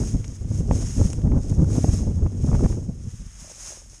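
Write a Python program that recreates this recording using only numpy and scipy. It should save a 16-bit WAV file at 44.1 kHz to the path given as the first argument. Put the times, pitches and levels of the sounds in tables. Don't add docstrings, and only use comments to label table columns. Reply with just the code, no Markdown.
import sys
import numpy as np
from scipy import signal
from scipy.fft import rfft, irfft, next_fast_len
from scipy.io import wavfile
from scipy.ndimage import uniform_filter1d, map_coordinates

SR = 44100
rng = np.random.default_rng(int(sys.argv[2]) if len(sys.argv) > 2 else 0)


def put_to_file(sound):
    columns = np.atleast_2d(sound).T
    safe = np.clip(columns, -1, 1)
    whole_steps = np.round(safe * 32767)
    wavfile.write(sys.argv[1], SR, whole_steps.astype(np.int16))


def undo_db(level):
    steps = np.asarray(level, float) / 20
    return 10 ** steps


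N = 176400

# time_s, strength_db, small_over_large_eddies_db
WIND = [(0, -19.5, -8), (.1, -26.5, -12.5), (.35, -36.5, -11), (0.499, -25.5, -15), (.77, -22, -8),
        (.92, -27.5, -12.5), (1.1, -26.5, -10.5), (1.46, -25, -10), (1.7, -22.5, -8.5), (2.15, -26, -11.5),
        (2.32, -27.5, -11), (2.58, -22.5, -9), (2.8, -26, -8), (3.05, -36.5, -14.5), (3.3, -49, -16),
        (4, -53, -6.5)]
# centre_s, width_s, level_db
BUFFETS = [(0.017, 0.014, -19.5), (0.151, 0.021, -15), (0.203, 0.016, -24.5), (0.289, 0.012, -27.5),
           (0.321, 0.012, -29), (0.416, 0.012, -19.5), (0.454, 0.012, -18), (0.509, 0.017, -15),
           (0.55, 0.027, -22.5), (0.602, 0.016, -18), (0.695, 0.012, -16.5), (0.717, 0.018, -12.5),
           (0.755, 0.015, -18), (0.84, 0.019, -21.5), (0.982, 0.021, -16), (1.014, 0.025, -12),
           (1.056, 0.014, -15), (1.184, 0.015, -17), (1.246, 0.014, -11.5), (1.275, 0.023, -16.5),
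           (1.336, 0.049, -16), (1.373, 0.016, -12), (1.411, 0.015, -22.0), (1.519, 0.011, -11),
           (1.595, 0.028, -14.5), (1.627, 0.017, -11), (1.68, 0.016, -18.5), (1.726, 0.013, -19),
           (1.782, 0.019, -17.0), (1.812, 0.0092, -24.5), (1.842, 0.0063, -10), (1.89, 0.015, -11.5),
           (1.939, 0.012, -12), (1.978, 0.0086, -21.5), (2.025, 0.014, -17), (2.085, 0.031, -20.0),
           (2.116, 0.008, -17.5), (2.15, 0.014, -30), (2.182, 0.023, -18.0), (2.232, 0.021, -13.5),
           (2.26, 0.018, -15.5), (2.351, 0.011, -22), (2.445, 0.017, -17), (2.49, 0.014, -13.5),
           (2.537, 0.022, -15), (2.563, 0.01, -20.0), (2.612, 0.024, -18.5), (2.65, 0.021, -9.5),
           (2.709, 0.015, -21.5), (2.783, 0.0063, -37), (2.894, 0.01, -15.5), (2.977, 0.0077, -32.0),
           (3.05, 0.014, -28.0), (3.079, 0.014, -22.5), (3.141, 0.018, -30.0), (3.213, 0.029, -33),
           (3.268, 0.013, -32.5), (3.397, 0.0075, -43), (3.425, 0.011, -32.5), (3.924, 0.027, -49)]
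# freq_hz, density_db_per_hz
RUMBLE = [(11, -52.5), (18, -14), (38, 0.5), (59, -4), (102, -1), (250, -19), (320, -45), (550, -120)]
# freq_hz, density_db_per_hz
FLUTTER = [(60, -29.5), (150, -4.5), (250, -2), (500, -15), (1000, -33), (1600, -45), (3000, -99),
           (5000, -125)]
# freq_hz, density_db_per_hz
BREEZE = [(15, -51), (30, -6), (50, 4.5), (80, -17.5), (140, -29.5), (400, -120)]
# start_s, length_s, level_db
STRIDES = [(-.2, 0.29, -42), (0.17, 0.18, -52.5), (0.498, 0.087, -47), (0.717, 0.35, -40),
           (1.39, 0.063, -50.5), (1.49, 0.026, -48.5), (1.563, 0.12, -55), (1.694, 0.29, -41),
           (2.399, 0.32, -46.5), (3.012, 0.32, -54), (3.36, 0.27, -45.5), (3.578, 0.078, -44),
           (3.627, 0.079, -38.5), (3.87, 0.12, -52)]
# freq_hz, gain_db
HOUSING = [(900, -16.5), (2200, -17), (4500, -19.5), (5350, -5.5), (9900, -14.5), (11000, -26),
           (13000, -28.5), (14000, -30)]
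# centre_s, width_s, level_db
POPS = [(0.035, 0.0072, -38), (0.152, 0.011, -56), (0.517, 0.0063, -39), (0.616, 0.0093, -47),
        (0.712, 0.0071, -32.0), (0.759, 0.008, -47), (0.825, 0.0086, -41), (1.014, 0.0057, -27.5),
        (1.276, 0.007, -41), (1.325, 0.004, -44), (1.344, 0.006, -39), (1.372, 0.023, -42.5),
        (1.526, 0.0055, -40), (1.584, 0.0098, -42), (1.597, 0.006, -38.0), (1.624, 0.006, -43),
        (1.644, 0.0065, -37.5), (1.705, 0.01, -41), (1.761, 0.017, -36.5), (1.845, 0.0096, -32.0),
        (1.895, 0.0085, -35), (1.94, 0.0046, -36), (2.072, 0.012, -47.5), (2.19, 0.005, -41),
        (2.231, 0.0043, -48), (2.263, 0.0051, -30.5), (2.447, 0.0064, -41), (2.477, 0.0069, -38.5),
        (2.489, 0.0048, -28), (2.516, 0.0075, -35.0), (2.53, 0.006, -34.0), (2.551, 0.005, -30),
        (2.594, 0.006, -35), (2.608, 0.0091, -36), (2.624, 0.005, -45), (2.645, 0.0073, -33.0),
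        (2.661, 0.0072, -29), (2.727, 0.0056, -42.0)]
# freq_hz, density_db_per_hz
POP_COLOUR = [(120, 3), (300, 0.5), (550, -1.5), (1000, -7.5), (1700, -11), (2600, -42), (4000, -60),
              (7000, -125)]
# centre_s, width_s, level_db
SPITS = [(.712, 0.0052, -39), (1.042, .005, -55), (1.073, .005, -55), (1.274, 0.0058, -56),
         (1.320, 0.0034, -45), (1.349, 0.0052, -55), (1.376, 0.0045, -54), (1.624, 0.0045, -58),
         (1.643, 0.0041, -55), (1.761, 0.0045, -68), (1.845, 0.0068, -48), (1.895, 0.0064, -52),
         (1.933, 0.0045, -59), (1.992, 0.0031, -52), (2.269, 0.0073, -54.5), (2.487, 0.0036, -52),
         (2.516, 0.0053, -51), (2.529, 0.0066, -52), (2.548, 0.014, -49.5), (2.568, .005, -59),
         (2.609, 0.0036, -50), (2.644, 0.016, -52.5), (2.661, 0.0059, -48.5), (2.727, .01, -57.5)]
# freq_hz, density_db_per_hz
SPIT_COLOUR = [(400, -17), (900, 8.5), (1500, -3.5), (2400, -7), (3400, -20.5), (5000, -25), (9000, -120)]
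# time_s, peak_db, brightness_0_to_1
SNAPS = [(.2435, -30, .3), (.2475, -32, .55), (.2515, -35, .5), (.2797, -30, .97), (.5462, -33, .9),
         (.5771, -31, .95), (.6759, -35, .95), (.775, -29, .9), (.812, -31, .85), (.873, -30, .7),
         (1.1024, -21, .85), (1.1292, -28, .8), (1.1322, -19, .84), (1.2180, -34, .7), (1.432, -34, .8),
         (1.4541, -37, .95), (1.4965, -30, .9), (1.500, -29, .88), (1.5045, -32, .9), (1.516, -34, .9),
         (1.549, -35, .95), (1.620, -35, .9), (1.644, -34, .95), (2.0088, -32, .95), (2.3256, -40, .9),
         (3.3159, -36, .9), (3.8985, -35, .95)]
# time_s, peak_db, width_s
SLAPS = [
    (.7118, -8, .00034),
    (1.8447, -7, .00042),
    (2.6612, -13, .0004),
]
# time_s, peak_db
CRUNCH = [(3.443, -41), (3.474, -48), (3.498, -44), (3.512, -39.5), (3.578, -52), (3.704, -46),
          (3.72, -44.5), (3.731, -46), (3.771, -47), (3.817, -48), (3.859, -52), (3.93, -53)]
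# freq_hz, density_db_per_hz
CRUST = [(150, -22), (350, 10), (600, 12), (1100, -8), (2000, -62), (6000, -110)]
# freq_hz, share_lost_0_to_1
DROPOUTS = [(2000, 0), (3800, .07), (4800, 0), (9600, 0), (10800, .4), (12500, .42), (13800, .55)]

LULL_DB, EVENNESS = -1.5, 0.64
FLUTTER_GROWS, FLUTTER_LAG_S = 1.115, 0.029
LUMP_DB, OWN_LUMP_DB, FLICK_DB = 0.8, 1.2, 2.5
BREEZE_DB = -48
ATTACK_S, RELEASE_DB_PER_S, REST_DB = 0.06, 116, -56
GRAINS_DB, GRAIN_SPREAD_DB = -7, 6.5
SETTLE_DB = -58
PORT_HZ, PORT_WIDTH_HZ = 6534, 527
POP_DB, POP_TRIM_S = 9, 0.0032
SNAP_DB, SNAP_T60_S, CRUNCH_T60_S = 5.5, 0.005, 0.025
SHOULDER = 0.5
PREAMP_TOP, PREAMP_KNEE = 0.62, 4
TOP_HZ = 14000
CEILING_HZ, CEILING_HZ_PER_DB, CEILING_WANDER_HZ = 14750, 52, 200


def unit(x):
    return x / np.sqrt(np.mean(x ** 2) + 1e-20)


def along(points, hz):
    f, v = np.transpose(points)
    return np.interp(np.log(hz + 1), np.log(f + 1), v)


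def wobble(rate):
    knots = rng.standard_normal(int(N * rate / SR) + 4)
    return map_coordinates(knots, [np.arange(N) * rate / SR])


def coloured(x, gain):
    m = 2 * next_fast_len(N // 2 + SR // 8)
    cepstrum = irfft(np.log(gain(np.fft.rfftfreq(m, 1 / SR)) + 1e-6), m)
    cepstrum[1:m // 2] *= 2
    cepstrum[m // 2 + 1:] = 0
    return irfft(rfft(x, m) * np.exp(rfft(cepstrum)), m)[:N]


def noise(spectrum):
    return unit(coloured(rng.standard_normal(N), lambda hz: undo_db(along(spectrum, hz))))


def bursts(times, gains, t60_s):
    t = np.arange(2048)
    rows = rng.standard_normal((len(times), len(t))) * undo_db(-60 * t / SR / t60_s)
    scale = gains * np.sqrt(t60_s * SR / 14) / np.linalg.norm(rows, axis=1)
    rows *= scale[:, None]
    at = np.round(times * SR).astype(int)[:, None] + t
    return np.bincount(at.ravel(), rows.ravel(), N + SR)[:N]


def swells(rows, trim_s):
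    t, power = np.arange(N) / SR, np.zeros(N)
    for s, width, db in rows:
        near = slice(max(round((s - 0.15) * SR), 0), round((s + 0.15) * SR))
        u = (t[near] - s) / max(width - trim_s, 0.001)
        power[near] += undo_db(2 * db) * np.exp(-np.log(16) * u ** 2)
    return power


def wind():
    s, db, ragged_db = np.transpose(WIND)
    t = np.arange(N) / SR
    steady_power = undo_db(2 * (np.interp(t, s, db) + LULL_DB))
    strength_db = 10 * np.log10(steady_power + swells(BUFFETS, trim_s=0.0038))
    recent_db = uniform_filter1d(strength_db, round(FLUTTER_LAG_S * SR))
    small_db = np.interp(t, s, ragged_db) + FLUTTER_GROWS * (recent_db + 14.0) - 13.0
    lumps_db = LUMP_DB * wobble(19)

    roll = noise(RUMBLE)
    envelope = uniform_filter1d(abs(signal.hilbert(roll)), size=SR // 100)
    roll = roll / (envelope + 0.082) ** EVENNESS
    rumble = unit(undo_db(lumps_db + OWN_LUMP_DB * wobble(25.3)) * roll)

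    flicker_db = OWN_LUMP_DB * wobble(30.22) + FLICK_DB * wobble(110)
    flutter = unit(undo_db(lumps_db + flicker_db) * noise(FLUTTER))
    breeze = undo_db(BREEZE_DB + 3 * wobble(8)) * noise(BREEZE)
    return undo_db(strength_db) * rumble + undo_db(small_db) * flutter + breeze


def housing(hz):
    ring = hz * PORT_WIDTH_HZ / np.hypot(PORT_HZ ** 2 - hz ** 2, hz * PORT_WIDTH_HZ)
    return np.hypot(undo_db(along(HOUSING, hz)), ring ** 2)


def grass():
    t = np.arange(N) / SR
    power = undo_db(2 * REST_DB)
    for s, length, db in STRIDES:
        rise = 1 / (1 + np.exp(np.clip((s - t) / (ATTACK_S / 3), -50, 50)))
        fall_db = RELEASE_DB_PER_S * np.maximum(t - s - length, 0)
        power = power + (rise * undo_db(db - fall_db)) ** 2
    hits = (rng.random(N) < 1500 / SR) * rng.choice([-1, 1], N)
    ticks = hits * undo_db(GRAIN_SPREAD_DB * np.minimum(rng.exponential(size=N), 3))
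    brush = rng.standard_normal(N) + undo_db(GRAINS_DB) * unit(ticks)
    swish = unit(undo_db(1.32 * wobble(45)) * coloured(brush, housing))
    low_stalks = noise([(500, -26), (1200, 0), (3500, -3), (5000, -32)])
    settle = undo_db(SETTLE_DB - 10.5 + 2.6 * wobble(5.16)) * low_stalks
    return np.sqrt(power) * swish + settle


def pops():
    swing = np.sign(noise([(100, 1.5), (600, -3), (2500, -25.5)]))
    hiss = np.sign(rng.standard_normal(N))
    body = np.sqrt(swells(POPS, POP_TRIM_S)) * swing
    spit = np.sqrt(swells(SPITS, POP_TRIM_S)) * hiss
    body = coloured(body, lambda hz: undo_db(POP_DB + along(POP_COLOUR, hz)))
    return body + coloured(spit, lambda hz: undo_db(19.5 + along(SPIT_COLOUR, hz)))


def snaps():
    s, db, bright = np.transpose(SNAPS)
    thin = bursts(s, undo_db(db + SNAP_DB) * bright, SNAP_T60_S)
    thin = coloured(thin, lambda hz: 1 / (1 + (4200 / (hz + 1)) ** 4) / (1 + (hz / 9000) ** 2))
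    thick = bursts(s, undo_db(db + SNAP_DB + 17) * (1 - bright), SNAP_T60_S)
    thick = coloured(thick, lambda hz: 1 / (1 + (hz / 3500) ** 4) * hz / (hz + 900))
    return coloured(thin + thick, housing) * undo_db(10)


def slaps():
    t, pressure = np.arange(N) / SR, np.zeros(N)
    for s, db, width in SLAPS:
        u = (t - s) / width
        pressure += undo_db(db) * (SHOULDER * u ** 2 - 1) * np.exp(-u ** 2 / 2)
    return pressure


def crunch():
    s, db = np.transpose(CRUNCH)
    return coloured(bursts(s, undo_db(db + 8.5), CRUNCH_T60_S), lambda hz: undo_db(along(CRUST, hz)))


def scene():
    return (wind() + grass() + pops() + snaps() + slaps() + crunch())[None]


def roll_off(x):
    return signal.sosfilt(signal.butter(12, 14120, fs=SR, output="sos"), x)


def record(dry):
    rounded = dry[0] / (1 + abs(dry[0] / PREAMP_TOP) ** PREAMP_KNEE) ** (1 / PREAMP_KNEE)
    limited = coloured(rounded, lambda hz: 1 / (1 + (hz / TOP_HZ) ** 60))
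    hz, _, z = signal.stft(limited, SR, nperseg=2048)
    cells = rng.random((len(hz) // 4 + 1, z.shape[1] // 2 + 1))
    cells = cells.repeat(4, axis=0).repeat(2, axis=1)[:len(hz), :z.shape[1]]
    survives = cells >= along(DROPOUTS, hz)[:, None]

    power = uniform_filter1d(abs(z) ** 2, size=3, axis=1) + 1e-20
    treble_db = 10 * np.log10(power[hz > 4000].sum(0) / power.sum(0))
    wander = CEILING_WANDER_HZ * rng.standard_normal(z.shape[1])
    ceiling = CEILING_HZ + CEILING_HZ_PER_DB * treble_db + wander
    kept = signal.istft(z * survives * (hz[:, None] < ceiling), SR, nperseg=2048)[1][:N]
    return roll_off(kept[None])


dry = scene()
out = record(dry)
put_to_file(out)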